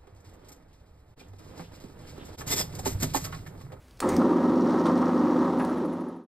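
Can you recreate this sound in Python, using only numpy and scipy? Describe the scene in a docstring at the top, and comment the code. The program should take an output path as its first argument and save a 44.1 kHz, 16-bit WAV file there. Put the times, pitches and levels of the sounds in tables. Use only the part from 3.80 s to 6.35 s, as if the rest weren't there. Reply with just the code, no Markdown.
"""A small brick workshop with a pillar drill: the switch snaps, then belt and pulleys clatter up to speed.
The motor drones on waves near multiples of its shaft rate; random tiny taps make the rattle and hiss of the
loose drive. Noise bursts and dying tones make the clicks, knocks and thumps, and chips crackle off the bit in
a metal part. The quill comes back up with a thump, the spindle chirps once a turn, and the sound fades out."""
import sys
import numpy as np
from scipy import signal
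from scipy.fft import rfft, irfft
from scipy.io import wavfile
from scipy.ndimage import uniform_filter1d

SR = 44100
rng = np.random.default_rng(int(sys.argv[2]) if len(sys.argv) > 2 else 0)


def persist_wave(psi):
    """Save psi, clipped to +-1, as 16-bit WAV."""
    counts = np.round(np.clip(psi, -1, 1) * 32767).astype(np.int16)
    wavfile.write(sys.argv[1], SR, np.atleast_2d(counts).T)


N = 112454  # length in samples

START_S = .215  # the motor starts to turn


def undb(db):
    """Turn decibels into gain."""
    return 10 ** (np.asarray(db) / 20)


def unit(x):
    """Scale to an average (rms) level of 1."""
    return x / np.sqrt(np.mean(x ** 2))


def walk(rate):
    """Slow random drift: levels held for 1 / rate seconds, then smoothed twice."""
    hold = max(int(SR / rate), 2)
    held = np.repeat(rng.standard_normal(N // hold + 2), hold)
    held = held[rng.integers(hold):][:N]
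    return unit(uniform_filter1d(uniform_filter1d(held, hold), hold))


def bell(t, centre, width):
    """A smooth swell around a moment; width is its standard deviation in seconds."""
    return np.exp(-((t - centre) / width) ** 2 / 2)


def colour(x, points):
    """Filter through (Hz, dB) points without sounding early; white noise keeps its level."""
    hz, db = np.array(points, float).T
    f = np.maximum(np.fft.rfftfreq(4096, 1 / SR), 1)
    curve_db = np.interp(np.log(f), np.log(hz), db)
    # beyond the end points the curve falls by 12 dB an octave
    curve_db = curve_db - 12 * np.maximum(np.log2(f / hz[-1]), 0)
    curve_db = curve_db - 12 * np.maximum(np.log2(hz[0] / f), 0)
    # fold the cepstrum forward in time, so that the filter responds at once (minimum phase)
    cepstrum = irfft(np.log(undb(curve_db)))
    cepstrum[1:2048] *= 2
    cepstrum[2049:] = 0
    response = irfft(np.exp(rfft(cepstrum)))
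    return signal.fftconvolve(x, response / np.linalg.norm(response))[:N]


def ring(modes, start=0):
    """Struck metal: dying tones (Hz, seconds to fall 60 dB, dB), together about rms 1 at first."""
    age = np.maximum(np.arange(N) / SR - start, 0)
    tones = 0
    for hz, t60, db in modes:
        tones = tones + undb(db) * np.sin(2 * np.pi * hz * age) * np.exp(-np.log(1000) * age / t60)
    return tones / np.sqrt(sum(undb(db) ** 2 for _, _, db in modes) / 2)


def burst(t, start, decay):
    """A dying spray of tiny contacts, made of noise."""
    return (t >= start) * np.exp(-np.maximum(t - start, 0) / decay) * rng.standard_normal(N)


def contacts(per_s, spread_db):
    """Random small impacts of uneven size."""
    hit = rng.random(N) < per_s / SR
    sign = rng.choice([-1, 1], N)
    size = undb(spread_db * np.clip(rng.standard_normal(N), -2, 2))
    return unit(hit * sign * size)


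def workshop(x, t):
    """Short reflections from near brick walls: a tail of dying noise."""
    room_t60_s, room_db = 0.26, -8
    tail = burst(t, .004, room_t60_s / np.log(1000))
    return x + undb(room_db) * signal.fftconvolve(x, tail / np.linalg.norm(tail))[:N]


def room_air():
    """Quiet air of the room: steady noise, mostly low."""
    # colour of the air [f/Hz, level/dB]
    air_colour = [(20, -14.5), (45, 11.5), (80, 8), (150, 0.5), (400, -4), (1500, -13), (5000, -21.5),
                  (10000, -24), (15500, -29.5)]
    air_db = -56
    return undb(air_db) * colour(rng.standard_normal(N), air_colour)


def start_up(t):
    """A faint low rumble comes first; then the belt scuffs and the frame shudders as the motor gathers speed."""
    # colour of the low rumble around the start [f/Hz, level/dB]
    stir_colour = [(30, -11), (50, -4), (85, -4.5), (115, -12.5)]
    # colour of the scuffing belt [f/Hz, level/dB]
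    scuff_colour = [(500, -1.5), (1200, 3), (2100, 15.5), (2600, 0.5), (4500, 0), (6600, 2.5),
                    (8800, -14.5), (9600, -12.5), (11000, -7), (12600, -4), (13600, -16), (15500, -20.5)]
    stir_s, stir_width_s, stir_db = 0.19, 0.054, -53
    slip_s, slip_width_s, scuff_db = 0.327, 0.036, -44
    shudder_hz, shudder_db = 92.3, -36.5
    swell = bell(t, slip_s, slip_width_s) * np.clip((t - START_S) / .02, 0, 1)
    scuff = undb(scuff_db) * colour(contacts(5000, 3.1), scuff_colour)
    rumble = colour(rng.standard_normal(N), stir_colour)
    hum = np.sin(2 * np.pi * shudder_hz * t + 1.1 * walk(30))
    shudder = undb(shudder_db) * (hum + 0.58 * rumble)
    stir = undb(stir_db) * bell(t, stir_s, stir_width_s) * rumble
    return swell * (scuff + shudder) + stir


def click(t, start, decay, ring_db, hz):
    """A crack with its own bright band, and the ring of small steel parts."""
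    # colour of every crack [f/Hz, level/dB]
    crack_colour = [(250, -4.5), (500, 9.5), (1200, 4.5), (3000, -1.5), (5000, 3), (7500, 0.5), (9500, -2),
                    (10800, -12), (15500, -10)]
    # ringing of the small steel parts [f/Hz, time to fall 60 dB/s, relative level/dB]
    steel_modes = [(2354, .1, -6.5), (4315, 0.076, 5), (5420, 0.071, -7.5), (7750, .05, -7.5),
                   (8960, .035, 1), (9455, .05, -6.5)]
    rise_s, band_db = 0.00069, -7
    crack = burst(t, start, decay) * np.clip((t - start) / rise_s, 0, 1)
    band = colour(crack, [(hz / 2, -20), (hz * .75, -2), (hz * 1.2, 0), (hz * 1.5, -16)])
    steel = undb(ring_db - 8.5) * ring(steel_modes, start)
    return colour(crack, crack_colour) + undb(band_db) * band + steel


def clicks(t):
    """Sharp clicks of the switch and loose steel."""
    # each click [t/s, level/dB, decay/s, ring level before a cut of 8.5 dB/dB, middle of bright band/Hz]
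    click_list = [(.082, -55, 0.0017, -10, 5430), (.109, -51.5, 0.0021, -13, 3480),
                  (.172, -57, 0.0039, -2, 4200), (0.1927, -45, .002, -8.5, 9500),
                  (0.2026, -23.5, 0.0031, -8, 7700), (0.2887, -31.5, 0.0065, -24.5, 7350),
                  (0.365, -27.5, .002, -22, 4800), (1.799, -48, .002, -15.5, 7400),
                  (1.849, -38, 0.0019, -20, 8550)]
    return sum(undb(db) * click(t, s, decay, ring_db, hz) for s, db, decay, ring_db, hz in click_list)


def motor_drone(angle):
    """Waves near multiples of the shaft rate, each wavering in strength and phase, higher ones more."""
    # parts of the drone [multiple of the shaft rate, relative level/dB]
    drone_parts = [(4, -18.5), (6, -21), (7, -4), (8, -13.5), (9, -4), (10, 2.5), (10.9, -8), (12, -1),
                   (13, -7), (14, -10.5), (15, -14.5), (16, -12), (17, -15.5), (18, -26.5), (20, -11),
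                   (21, -14.5), (22, -15.5), (23, -28), (24, -31), (38, -26), (44, -35.5), (50, -29)]
    roughness = 0.43  # for the 10th multiple
    drone = 0
    for k, db in drone_parts:
        waver = 1 + roughness * k / 10 * (walk(14.04) + 1j * walk(16)) / 2
        wave = np.exp(1j * (k * angle + 2 * np.pi * rng.random()))
        drone = drone + undb(db) * np.real(waver * wave)
    return unit(drone)


def frame_rumble():
    """Many small random impacts heard as a low rumble of the frame."""
    # colour of the frame rumble [f/Hz, level/dB]
    rumble_colour = [(40, -42), (80, -33.5), (140, -15), (190, -7), (260, -5), (340, 0.5), (400, -5.5),
                     (450, -15), (535, -6.5), (620, -16.5), (900, -49.5)]
    return colour(contacts(2000, 0.79), rumble_colour)


def drive_rattle(t, angle):
    """Loose parts tap, slightly harder once a shaft turn and with the belt, and set the casting ringing."""
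    # colour of the taps [f/Hz, level/dB]
    rattle_colour = [(300, -4), (600, -2), (780, 2.5), (950, 6.5), (1150, 0), (1270, 0.5), (1420, -9),
                     (1900, -14), (2500, -36), (4000, -25.5)]
    # ringing of the casting [f/Hz, time to fall 60 dB/s, relative level/dB]
    casting_modes = [(790, .2, 5), (953, 0.15, -3), (1081.4, 0.13, -2), (1149, 0.23, -0.5),
                     (1244, .12, 3.5), (1580, 0.2, -18.5), (1660, 0.12, -18.5), (1847, 0.18, -7.5),
                     (2020, 0.27, -16.5)]
    taps_per_s, spread_db, turn_depth, casting_db = 1500, 1.5, 0.079, -10
    belt_hz, belt_db = 12.8, 0.7
    throb = undb(belt_db * np.sin(2 * np.pi * belt_hz * t) + .5 * walk(20))
    turn_swell = 1 + turn_depth * np.cos(angle)
    taps = unit(contacts(taps_per_s, spread_db) * turn_swell * throb)
    casting = unit(signal.fftconvolve(taps, ring(casting_modes))[:N])
    return workshop(colour(taps, rattle_colour), t) + undb(casting_db) * casting


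def bearing_hiss(angle, rattle_gain):
    """Dense fine impacts in the bearings that swell once a shaft turn and partly follow the rattle's level."""
    # colour of the hiss [f/Hz, level/dB]
    hiss_colour = [(1200, 4), (2600, 5.5), (3500, 5.5), (4300, 0), (4900, -6), (5550, 0), (7000, -7),
                   (8600, -14.5), (11000, -22.5), (15500, -18)]
    hiss_db, spread_db, turn_depth, follow = -57, 2, 0.14, 0.51
    turn_swell = 1 + turn_depth * np.cos(angle)
    grit = unit(contacts(9000, spread_db) * turn_swell * undb(0.54 * walk(18)))
    return undb(hiss_db) * unit(rattle_gain ** follow) * colour(grit, hiss_colour)


def machine(t):
    """The shaft gathers speed and drives the drone, rumble, rattle and hiss; low and clattering parts apart."""
    # levels of the running machine [t/s, drone level/dB, frame rumble level/dB, rattle level/dB]
    run_levels = [(.22, -45, -35, -34), (.27, -37, -23, -32.5), (.35, -26.5, -29, -36),
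                  (.40, -21.5, -23.5, -32.5), (.56, -27.5, -26, -34), (.68, -22, -29, -35),
                  (.85, -22.5, -25.5, -36), (.92, -24.5, -29, -33), (1.05, -24, -26.5, -34),
                  (1.22, -23, -30, -34), (1.64, -26.5, -28, -34), (1.75, -28, -27.5, -36.5),
                  (1.85, -28.5, -31, -35), (2.05, -29.5, -29.5, -39.5), (2.45, -25, -31, -38)]
    shaft_hz, spin_up_s, speed_wander = 25.03, .06, 0.0017
    speed = np.tanh(np.maximum(t - START_S, 0) / spin_up_s) * (1 + speed_wander * walk(6.26))
    angle = 2 * np.pi * np.cumsum(shaft_hz * speed) / SR
    when, *levels = np.array(run_levels).T
    on = np.clip((t - START_S) / 0.0035, 0, 1)
    drone_gain, rumble_gain, rattle_gain = (on * undb(np.interp(t, when, db)) for db in levels)
    low = drone_gain * motor_drone(angle) + rumble_gain * frame_rumble()
    clatter = rattle_gain * drive_rattle(t, angle) + bearing_hiss(angle, rattle_gain)
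    return low, clatter


def knocks(t):
    """The drive knocks against its play: a short noise blow that also sets the quill ringing."""
    # each knock [t/s, level/dB, decay/s, level of the bright ring against the blow/dB]
    knock_list = [(.2255, -24, .015, -18), (0.279, -29.5, 0.013, -15), (0.4163, -23, 0.0084, -23),
                  (.497, -32, 0.015, -34), (.893, -42.5, 0.022, -24), (1.054, -27, 0.045, -30),
                  (1.227, -25, 0.0085, -28), (1.469, -28.5, .01, -25), (1.796, -30, .02, -2)]
    # colour of a knock [f/Hz, level/dB]
    knock_colour = [(300, -15.5), (600, -5.5), (950, 4), (1300, 3), (1500, -11.5), (2000, -21),
                    (2800, -30.5), (5000, -45.5)]
    # ringing of the quill [f/Hz, time to fall 60 dB/s, relative level/dB]
    quill_modes = [(1610, 0.043, 2), (1736, .05, -5.5), (1904, 0.031, -8), (2540, 0.022, -17)]
    quill = ring(quill_modes)
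    quill = quill / np.linalg.norm(quill)
    out = 0
    for s, db, decay, ring_db in knock_list:
        blow = undb(db) * burst(t, s, decay)
        out = out + colour(blow, knock_colour) + undb(ring_db) * signal.fftconvolve(blow, quill)[:N]
    return out


def squeals(t):
    """Steel catches on steel and sings for a moment."""
    # each squeal [t/s, width of the swell/s, f/Hz, level/dB]
    squeal_list = [(0.273, 0.0025, 7600, -47.5), (.346, .011, 8230, -52), (.434, 0.008, 8330, -60),
                   (1.792, .003, 10560, -51.5), (1.804, .003, 10700, -56)]
    waver = 1.0 * walk(300)  # radians
    out = 0
    for s, width, hz, db in squeal_list:
        out = out + undb(db) * bell(t, s, width) * np.sin(2 * np.pi * hz * t + waver)
    return out


def thumps():
    """Dull thumps: low dying tones of the frame, kept to a low band."""
    # each thump [t/s, level before the band filter/dB]
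    thump_list = [(.381, -17), (1.777, -21)]
    # ringing of the frame [f/Hz, time to fall 60 dB/s, relative level/dB]
    frame_modes = [(260.3, .13, 10), (378, .08, 2)]
    struck = sum(undb(db) * ring(frame_modes, s) for s, db in thump_list)
    low_band = signal.butter(4, [158, 700], "band", fs=SR, output="sos")  # Hz
    return signal.sosfilt(low_band, struck)


def chips(t):
    """Small chips crackle off the bit while it cuts; now and then it catches and tears a larger one."""
    # colour of a small chip breaking [f/Hz, level/dB]
    chip_colour = [(3000, -22), (4200, -8), (4900, -4), (5600, 4), (6500, -7.5), (8000, -22.5)]
    # the bit catches and tears a chip [t/s, level/dB, decay/s]
    tear_list = [(.895, -52.5, 0.016), (1.056, -39, .012), (1.176, -49, 0.01), (1.216, -53, 0.009),
                 (1.59, -56, 0.0074)]
    # colour of a tear [f/Hz, level/dB]
    tear_colour = [(1800, -21), (3200, 6.5), (4300, 4.5), (4900, -4.5), (5500, 4), (7200, -9), (8700, -2),
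                   (10500, -17.5), (14000, -23.5)]
    chips_per_s, chips_db, cut_from_s, cut_to_s = 28, -60, .6, 1.65
    cutting = np.clip(np.minimum(t - cut_from_s, cut_to_s - t) / .1, 0, 1)
    cracks = unit(signal.fftconvolve(contacts(chips_per_s, 2), burst(t, 0, 0.0053))[:N])
    tears = 0
    for s, db, decay in tear_list:
        tears = tears + undb(db) * burst(t, s, decay) * np.clip((t - s) / 0.0019, 0, 1)
    rough_tears = tears * undb(4.1 * walk(704))
    return undb(chips_db) * cutting * colour(cracks, chip_colour) + colour(rough_tears, tear_colour)


def chirps(t):
    """Once the quill is up, the spindle rubs with a thin chirp on every turn."""
    # colour of a chirp [f/Hz, level/dB]
    chirp_colour = [(9000, -24), (10100, -7), (10600, -12.5), (11100, -9), (12200, -33)]
    from_s, every_s, width_s, chirp_db = 1.825, 0.0773, 0.0063, -58.5
    turn = np.maximum(np.round((t - from_s) / every_s), 0)  # number of the nearest chirp
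    gate = bell(t, from_s + turn * every_s, width_s)
    return undb(chirp_db + 2 * walk(15)) * gate * colour(contacts(900, 3), chirp_colour)


def scene():
    """The drill in its room over quiet air, nearly alike in both ears; drone and rumble a shade louder in the
    right ear."""
    t = np.arange(N) / SR
    low, clatter = machine(t)
    events = clicks(t) + knocks(t) + thumps() + squeals(t) + chips(t) + chirps(t)
    centre = clatter + workshop(events, t) + start_up(t) + room_air()
    left_over_right_db = -.26
    return centre + low * undb(np.array([[left_over_right_db], [-left_over_right_db]]) / 2)


def record(dry):
    """Faint microphone hiss, a straight fade to silence and a steep cut of the top."""
    mic_hiss_db, top_hz = -90.5, 15700
    fade_from_s, fade_to_s = 1.932, 2.465
    fade = np.clip((fade_to_s - np.arange(N) / SR) / (fade_to_s - fade_from_s), 0, 1)
    heard = (dry + undb(mic_hiss_db) * rng.standard_normal(dry.shape)) * fade
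    return signal.sosfilt(signal.ellip(10, .2, 80, top_hz, fs=SR, output="sos"), heard)


dry = scene()
out = record(dry)
persist_wave(out)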